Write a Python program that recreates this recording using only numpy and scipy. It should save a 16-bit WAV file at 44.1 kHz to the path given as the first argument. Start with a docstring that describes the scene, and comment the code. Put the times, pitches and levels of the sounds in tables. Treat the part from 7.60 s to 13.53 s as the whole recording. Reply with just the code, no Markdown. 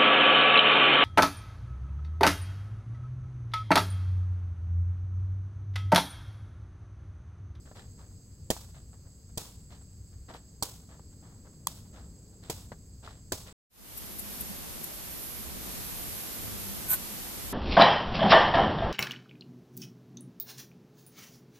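"""An asphalt court beside a row of trees, heard through a stereo pair of microphones.
Close by, three players keep a woven takraw ball in the air. Each kick is a thump, a hollow knock
and a crack of plastic strips, with an outdoor echo after it. Shoes tap and scuff on the grit.
Farther off, insects buzz in the foliage over a light breeze, distant traffic and a low rumble."""
import sys
import numpy as np
from scipy import signal
from scipy.fft import rfft, irfft, next_fast_len
from scipy.io import wavfile
from scipy.ndimage import uniform_filter1d

SR = 44100
rng = np.random.default_rng(int(sys.argv[2]) if len(sys.argv) > 2 else 0)


def digitize_waveform(pressure):
    """Quantize a signal to 16-bit integers and store it at the path in sys.argv[1].

    Rows of a 2-D input are taken as channels; values are limited to [-1, 1].
    """
    field = np.atleast_2d(pressure).T
    bounded = np.clip(field, -1, 1)
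    quanta = np.round(bounded * 32767).astype(np.int16)
    wavfile.write(sys.argv[1], SR, quanta)


N = 261380
TIME = np.arange(N) / SR

# How alike the left and right channels are: wide in the middle, nearly mono in the bass and above 6 kHz.
# Each row: frequency in Hz, likeness from 0 to 1.
STEREO_LIKENESS = [(100, .99), (300, .97), (700, 0.82), (1400, 0.67), (2200, 0.01), (5900, 0.012),
                   (6500, 0.89), (7600, 0.96), (16000, 0.85)]
# Phase of close sounds at the pair. Each row: frequency in Hz, lead of the left in radians.
MIC_PHASE = [(100, 0.2), (450, -0.08), (1100, -0.4), (2000, -2), (4000, -1.93), (6500, 0.86), (16000, -0.5)]
# Balance of close sounds at the pair. Each row: frequency in Hz, left over right in dB.
MIC_BALANCE = [(100, 1), (1000, -0.5), (2000, 7.5), (3800, -6), (7000, -2), (12000, -5.5)]

# Low outdoor rumble. Each row: frequency in Hz, relative density in dB.
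RUMBLE_SPECTRUM = [(15, -15), (30, -6), (45, -6), (62, 5), (78, -3), (97, 2.5), (125, -6), (165, -10.5),
                   (230, -18.5), (400, -37), (2000, -89)]
# Far traffic. Each row: frequency in Hz, relative density in dB.
TRAFFIC_SPECTRUM = [(60, -15), (120, 0), (170, 4), (270, -3), (360, -9.5), (440, -9), (750, -23.5),
                    (1500, -36), (3000, -44.5), (16000, -44.5)]
# The swell of that traffic. Each row: time in seconds, level in dB.
TRAFFIC_LEVEL = [(0.0, -56.5), (0.83, -59.5), (2.52, -60.5), (4.44, -54.5), (4.9, -55.5), (5.4, -59.5),
                 (5.93, -59.5)]
# Breeze in the trees. Each row: frequency in Hz, relative density in dB.
BREEZE_SPECTRUM = [(200, 2), (700, 2.5), (1700, 0), (2800, -4), (5000, -13.5), (16000, -40)]
# Faint hiss. Each row: frequency in Hz, relative density in dB.
HISS_SPECTRUM = [(200, -8), (2500, -2), (3600, 1), (6000, -47), (9500, -2), (12000, 2), (15500, 5.5)]
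# Body resonances of the far insects. Each row: frequency in Hz, width in Hz, level in dB.
INSECT_BANDS = [(4736, 960, -70.5), (6440, 550, -72), (7666, 760, -64), (11140, 1400, -85.5)]

# Soles dragging as a player lunges or turns.
# Each row: start in seconds, level in dB, time to the peak in seconds, grit relative to sole in dB.
SOLE_DRAGS = [ (0.05, -59, 0.017, -8), (0.148, -53.5, 0.028, -4.5), (0.377, -57.5, 0.025, -11.5),
              (1.137, -59, 0.022, -5.5), (1.325, -60.5, 0.01, -19), (1.445, -66, 0.015, -22),
              (2.10, -57.5, 0.022, -2), (2.682, -45.5, 0.014, -16), (2.734, -50, 0.014, -3.5),
              (3.285, -57, 0.026, -10), (3.611, -61.5, 0.052, -12.5), (3.844, -58, 0.015, -22),
              (4.325, -55, 0.035, -8), (4.822, -58.5, 0.037, -2), (5.424, -52, 0.035, -4.5),
              (5.858, -53, 0.02, -2.5)]
# Dull scrape of a sole. Each row: frequency in Hz, relative density in dB.
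SOLE_SPECTRUM = [(100, 7.5), (300, 2.5), (650, 6), (1000, 2.5), (1700, -1.5), (2400, -14), (5000, -15),
                 (16000, -56)]
# Bright grit under it. Each row: frequency in Hz, relative density in dB.
GRIT_SPECTRUM = [(500, -13), (1700, 5.5), (2500, 4), (3500, 7.5), (4800, 3.5), (7000, -5), (10000, -9),
                 (16000, -16)]
# Heels slapping the asphalt. Each row: start in seconds, level in dB, pitch in Hz.
HEEL_SLAPS = [(0.1140, -39.5, 570), (0.9655, -35.5, 820), (2.7055, -37, 790), (2.7480, -34.5, 750),
              (3.3950, -44, 890), (5.1186, -28, 553), (5.4762, -33, 1240)]

# The kicks, close by. Each row: start in seconds, thump level in dB and pitch in Hz, knock level in dB,
# pitch in Hz and rise in seconds, clack level in dB and pitch in Hz, crack level in dB, squeeze time in
# seconds, spring-back delay in seconds and relative level in dB, rattle level in dB, left-right
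# likeness of the crack from 0 to 1.
BALL_KICKS = [ (0.9022, -18.5, 155, -17, 524, 0.0015, -24.5, 3150, -23.5, 0.0025, 0.0076, -10, -14.5, 0.26),
              (1.7736, -22, 130, -39, 610, 0.00085, -44, 2500, -32, 0.0023, 0.0047, 1.5, -30, 0.25),
              (3.0240, -24, 148, -23.5, 960, 0.0014, -26, 4440, -25.5, 0.0025, 0.0063, -2.5, -26, 0.72),
              (4.0697, -61, 130, -21, 1033, 0.0018, -37, 1970, -20.5, 0.0014, 0.014, -27, -36, 1),
              (4.8975, -23, 165, -27.5, 700, 0.0022, -38, 2300, -32, 0.0026, 0.00517, -9, -23.5, 0.1),
              (5.7200, -25, 334, -30, 660, 0.0026, -28.5, 1590, -26.5, 0.0028, 0.0091, -17, -18, 0)]
# Modes of the woven shell. Each row: frequency in Hz, width in Hz, relative level in dB.
SHELL_MODES = [(950, 160, -6.5), (2500, 130, -8), (3310, 250, 2), (4680, 1080, 1.5), (6600, 1230, 2.5),
               (7860, 830, 6.5), (10000, 3700, -3), (14500, 3500, -5)]
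# Loose strips shaking after a kick. Each row: frequency in Hz, relative density in dB.
RATTLE_SPECTRUM = [(500, 29.5), (1100, 11.5), (1900, 16), (3200, 11.5), (5000, 16), (7000, 17.5), (8500, 9),
                   (10500, 10), (16000, 7)]
# The shoe and the ball's wall shaking. Each row: frequency in Hz, relative density in dB.
SHUDDER_SPECTRUM = [(50, -38), (120, -22), (250, -2), (450, 5.5), (700, -0.5), (1100, 0), (2000, -51),
                    (16000, -52)]
# Colour of the tail after each kick: an outdoor echo, with an added lift near 7.8 kHz.
# Each row: frequency in Hz, relative density in dB.
TAIL_SPECTRUM = [(100, 4), (400, 6), (1000, 6.5), (1800, -3), (2600, 0), (3600, 5.5), (5000, 6.5),
                 (6600, 5.5), (7800, 7), (9200, 0), (13000, -1), (16000, -1)]


def from_db(db):
    """Decibels to gain."""
    return 10 ** (np.asarray(db) / 20)


def rms_one(x):
    """Scale to an rms of 1."""
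    return x / np.sqrt(np.mean(x ** 2) + 1e-20)


def at_hz(points, hz):
    """Read a table on a log-frequency axis."""
    known_hz, value = np.transpose(points)
    return np.interp(np.log(hz + 1e-3), np.log(known_hz), value)


def colour(x, spectrum):
    """Give a steady noise a spectrum, at an rms of 1."""
    size = next_fast_len(x.shape[-1])
    hz = np.arange(size // 2 + 1) * SR / size
    shaped = rfft(x, size) * from_db(at_hz(spectrum, hz))
    return rms_one(irfft(shaped, size)[..., :x.shape[-1]])


def wander(length, size):
    """A random waver of spread 1 that changes over about size samples."""
    return rms_one(uniform_filter1d(rng.standard_normal(length), size=size, mode="wrap"))


def resonate(x, hz, width_hz):
    """A resonance with gain 1 at its top."""
    r = np.exp(-np.pi * width_hz / SR)
    feedback = [1, -2 * r * np.cos(2 * np.pi * hz / SR), r * r]
    return signal.lfilter(np.array([1, 0, -1]) * (1 - r * r) / 2, feedback, x)


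def swell(t, rise_s, order=1):
    """A contact force: up to 1 at rise_s, then dying away."""
    u = np.maximum(t, 0) / rise_s
    return (u * np.exp(1 - u)) ** order


def fade(t, t60_s):
    """Free decay, 60 dB down after t60_s."""
    return from_db(-60 * t / t60_s)


def tone_burst(t, hz, rise_s, order=3):
    """A heavily damped mode that builds up while the contact lasts."""
    return swell(t, rise_s, order) * np.sin(2 * np.pi * hz * t)


def add(out, start_s, sound):
    """Mix a sound in at start_s."""
    start = max(round(start_s * SR), 0)
    out[:, start:start + sound.shape[-1]] += sound[..., :N - start]


def pan(db):
    """Gains for the two channels, the left louder by db."""
    return from_db(np.array([[db], [-db]]) / 2)


def stereo_noise(size, grain_db=0, likeness=None):
    """Noise partly alike in left and right; grain_db roughens it into dense, uneven clicks."""
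    padded = next_fast_len(size)
    grains = from_db(grain_db * np.minimum(rng.exponential(1, padded), 5))
    mid, side = rfft(rng.standard_normal((2, padded)) * grains)
    if likeness is None:
        likeness = at_hz(STEREO_LIKENESS, np.arange(len(mid)) * SR / padded)
    likeness = np.clip(likeness, -.999, .999)
    both = np.sqrt(1 + likeness) * mid + np.sqrt(1 - likeness) * side * [[1], [-1]]
    return rms_one(irfft(both, padded)[:, :size])


def close_pickup(x):
    """Close sound meets the two microphones with phase and level differences that vary with frequency."""
    size = next_fast_len(x.shape[-1] + SR // 50)
    hz = np.arange(size // 2 + 1) * SR / size
    left = from_db(at_hz(MIC_BALANCE, hz) / 2) * np.exp(.5j * at_hz(MIC_PHASE, hz))
    return irfft(rfft(x, size) * np.array([left, 1 / left]), size)[:, :x.shape[-1]]


def open_air(rumble_db=-50.5, waver_db=1.6, traffic_trim_db=-0.1, breeze_db=-77.0, hiss_db=-72.5):
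    """A wavering low rumble, far traffic, a breeze in the trees on the left and a faint hiss."""
    rumble_gain = from_db(rumble_db + waver_db * wander(N, size=8000))
    rumble = rumble_gain * colour(stereo_noise(N), RUMBLE_SPECTRUM)
    traffic_db = np.interp(TIME, *np.transpose(TRAFFIC_LEVEL)) + traffic_trim_db
    traffic = from_db(traffic_db) * colour(stereo_noise(N), TRAFFIC_SPECTRUM)
    breeze = from_db(breeze_db) * colour(stereo_noise(N), BREEZE_SPECTRUM)
    hiss = from_db(hiss_db) * colour(stereo_noise(N), HISS_SPECTRUM)
    return (rumble + traffic) * pan(1.0) + breeze * pan(8.1) + hiss * pan(-3.0)


def insects(waver_db=1.0):
    """Many far insects, a little to the right: their clicks merge into a buzz in a few body resonances."""
    out = 0
    for hz, width_hz, db in INSECT_BANDS:
        clicks = stereo_noise(N, grain_db=1.0)
        buzz = resonate(resonate(clicks, hz, width_hz), hz, width_hz)
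        out = out + rms_one(buzz) * from_db(db + waver_db * wander(N, size=1500))
    return out * pan(-2.4)


def shuffles(steps_per_s=3.0, db=-65.5, spread_db=1.2, rise_s=0.0072, grit_db=-10.5):
    """Light steps at a loose walking pace, as rows like those of SOLE_DRAGS."""
    late, weight = rng.standard_normal((40, 2)).T
    starts = (np.arange(len(late)) + .5 + late / 4) / steps_per_s
    return [(s, db + spread_db * w, rise_s, grit_db) for s, w in zip(starts, weight) if s < N / SR]


def scuffs(echo_db=-19, echo_t60_s=0.8, uneven_db=1.67):
    """A sole drags, catching unevenly on loose grit, and leaves a faint echo."""
    out, t = np.zeros((2, N)), TIME[:SR // 4]
    for start_s, db, rise_s, grit_db in list(SOLE_DRAGS) + shuffles():
        force = swell(t, rise_s) * from_db(uneven_db * wander(len(t), size=200))
        echo = from_db(echo_db) * fade(t, echo_t60_s) * (1 - np.exp(-t / rise_s))
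        sole = colour(stereo_noise(len(t), grain_db=4.5), SOLE_SPECTRUM)
        grit = colour(stereo_noise(len(t), grain_db=5.5, likeness=0.4), GRIT_SPECTRUM)
        add(out, start_s, from_db(db) * np.hypot(force, echo) * (sole + from_db(grit_db) * grit))
    return out


def heels(rise_s=0.00052, crunch_db=-13, crunch_t60_s=0.074):
    """A rubber heel gives a short pop and crunches the grit under it."""
    out, t = np.zeros((2, N)), TIME[:SR // 8]
    for start_s, db, hz in HEEL_SLAPS:
        pop = tone_burst(t, hz, rise_s, order=1)
        crunch = colour(stereo_noise(len(t), grain_db=3.5), SOLE_SPECTRUM) * fade(t, crunch_t60_s)
        add(out, start_s, from_db(db) * (pop + from_db(crunch_db) * crunch))
    return out


def kick_tail(t, squeeze_s, usual_squeeze_s=0.003, usual_db=-39.5, db_per_doubling=4.5, rise_s=0.0061):
    """A scattered outdoor echo with an added lift near 7.8 kHz, louder after a longer squeeze."""
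    db = usual_db + db_per_doubling * np.log2(squeeze_s / usual_squeeze_s)
    clumps_db = 1.76 * wander(len(t), size=400)
    tail = from_db(db + clumps_db) * colour(stereo_noise(len(t), grain_db=2.0), TAIL_SPECTRUM)
    return tail * pan(-1.0) * fade(t, t60_s=0.5) * (1 - np.exp(-t / rise_s))


def ball_shake(t, thump_db, rattle_db, rise_s):
    """The freed ball's loose strips rattle; its deep shudder grows with both thump and rattle."""
    rattle = from_db(rattle_db) * colour(stereo_noise(len(t), grain_db=2.5), RATTLE_SPECTRUM)
    shudder_db = (thump_db + rattle_db) / 2 - 5.5
    shudder = from_db(shudder_db) * colour(stereo_noise(len(t)), SHUDDER_SPECTRUM)
    return (rattle * pan(-1.0) + shudder) * fade(t, t60_s=0.051) * (1 - np.exp(-t / rise_s))


def weave_crack(force, likeness):
    """Plastic strips slap on each other under the force and ring the shell."""
    slaps = stereo_noise(len(force), grain_db=-5.0, likeness=likeness) * force
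    rings = sum((-1) ** k * from_db(db) * resonate(slaps, hz, width_hz)
                for k, (hz, width_hz, db) in enumerate(SHELL_MODES))
    return rms_one(rings) * np.sqrt(np.mean(force ** 2))


def kicks(second_knock_db=-2, clack_rise_s=0.0016):
    """Close by, a foot (or, once, a head) squeezes the ball, which springs back milliseconds later, shakes and
    echoes."""
    out, t = np.zeros((2, N)), TIME[:SR // 2]
    for (start_s, thump_db, thump_hz, knock_db, knock_hz, knock_rise_s, clack_db, clack_hz, crack_db,
         squeeze_s, back_s, back_db, rattle_db, likeness) in BALL_KICKS:
        since_back = np.maximum(t - back_s, 0)
        thump = -from_db(thump_db) * np.sin(2 * np.pi * thump_hz * t) * fade(t, t60_s=0.018)
        # The whole ball knocks, and again as it springs back; the struck spot adds a higher clack.
        knock = tone_burst(t, knock_hz, knock_rise_s)
        knock += from_db(back_db + second_knock_db) * tone_burst(since_back, knock_hz, knock_rise_s)
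        clack = from_db(clack_db) * tone_burst(t, clack_hz, clack_rise_s, order=2)
        force = swell(t, squeeze_s, order=2) + from_db(back_db) * swell(since_back, squeeze_s, order=2)
        crack = from_db(crack_db) * weave_crack(force, likeness)
        add(out, start_s, close_pickup(thump + from_db(knock_db) * knock + clack + crack))
        add(out, start_s, ball_shake(t, thump_db, rattle_db, rise_s=back_s))
        add(out, start_s, kick_tail(t, squeeze_s))
    return out


def scene():
    """Ball and shoes close to the microphones, insects and open air behind them."""
    return kicks() + insects() + open_air() + close_pickup(heels() + scuffs())


def record(dry):
    """Both channels are cut steeply above 15.9 kHz."""
    return signal.sosfilt(signal.ellip(12, .1, 80, 15900, fs=SR, output="sos"), dry)


dry = scene()
out = record(dry)
digitize_waveform(out)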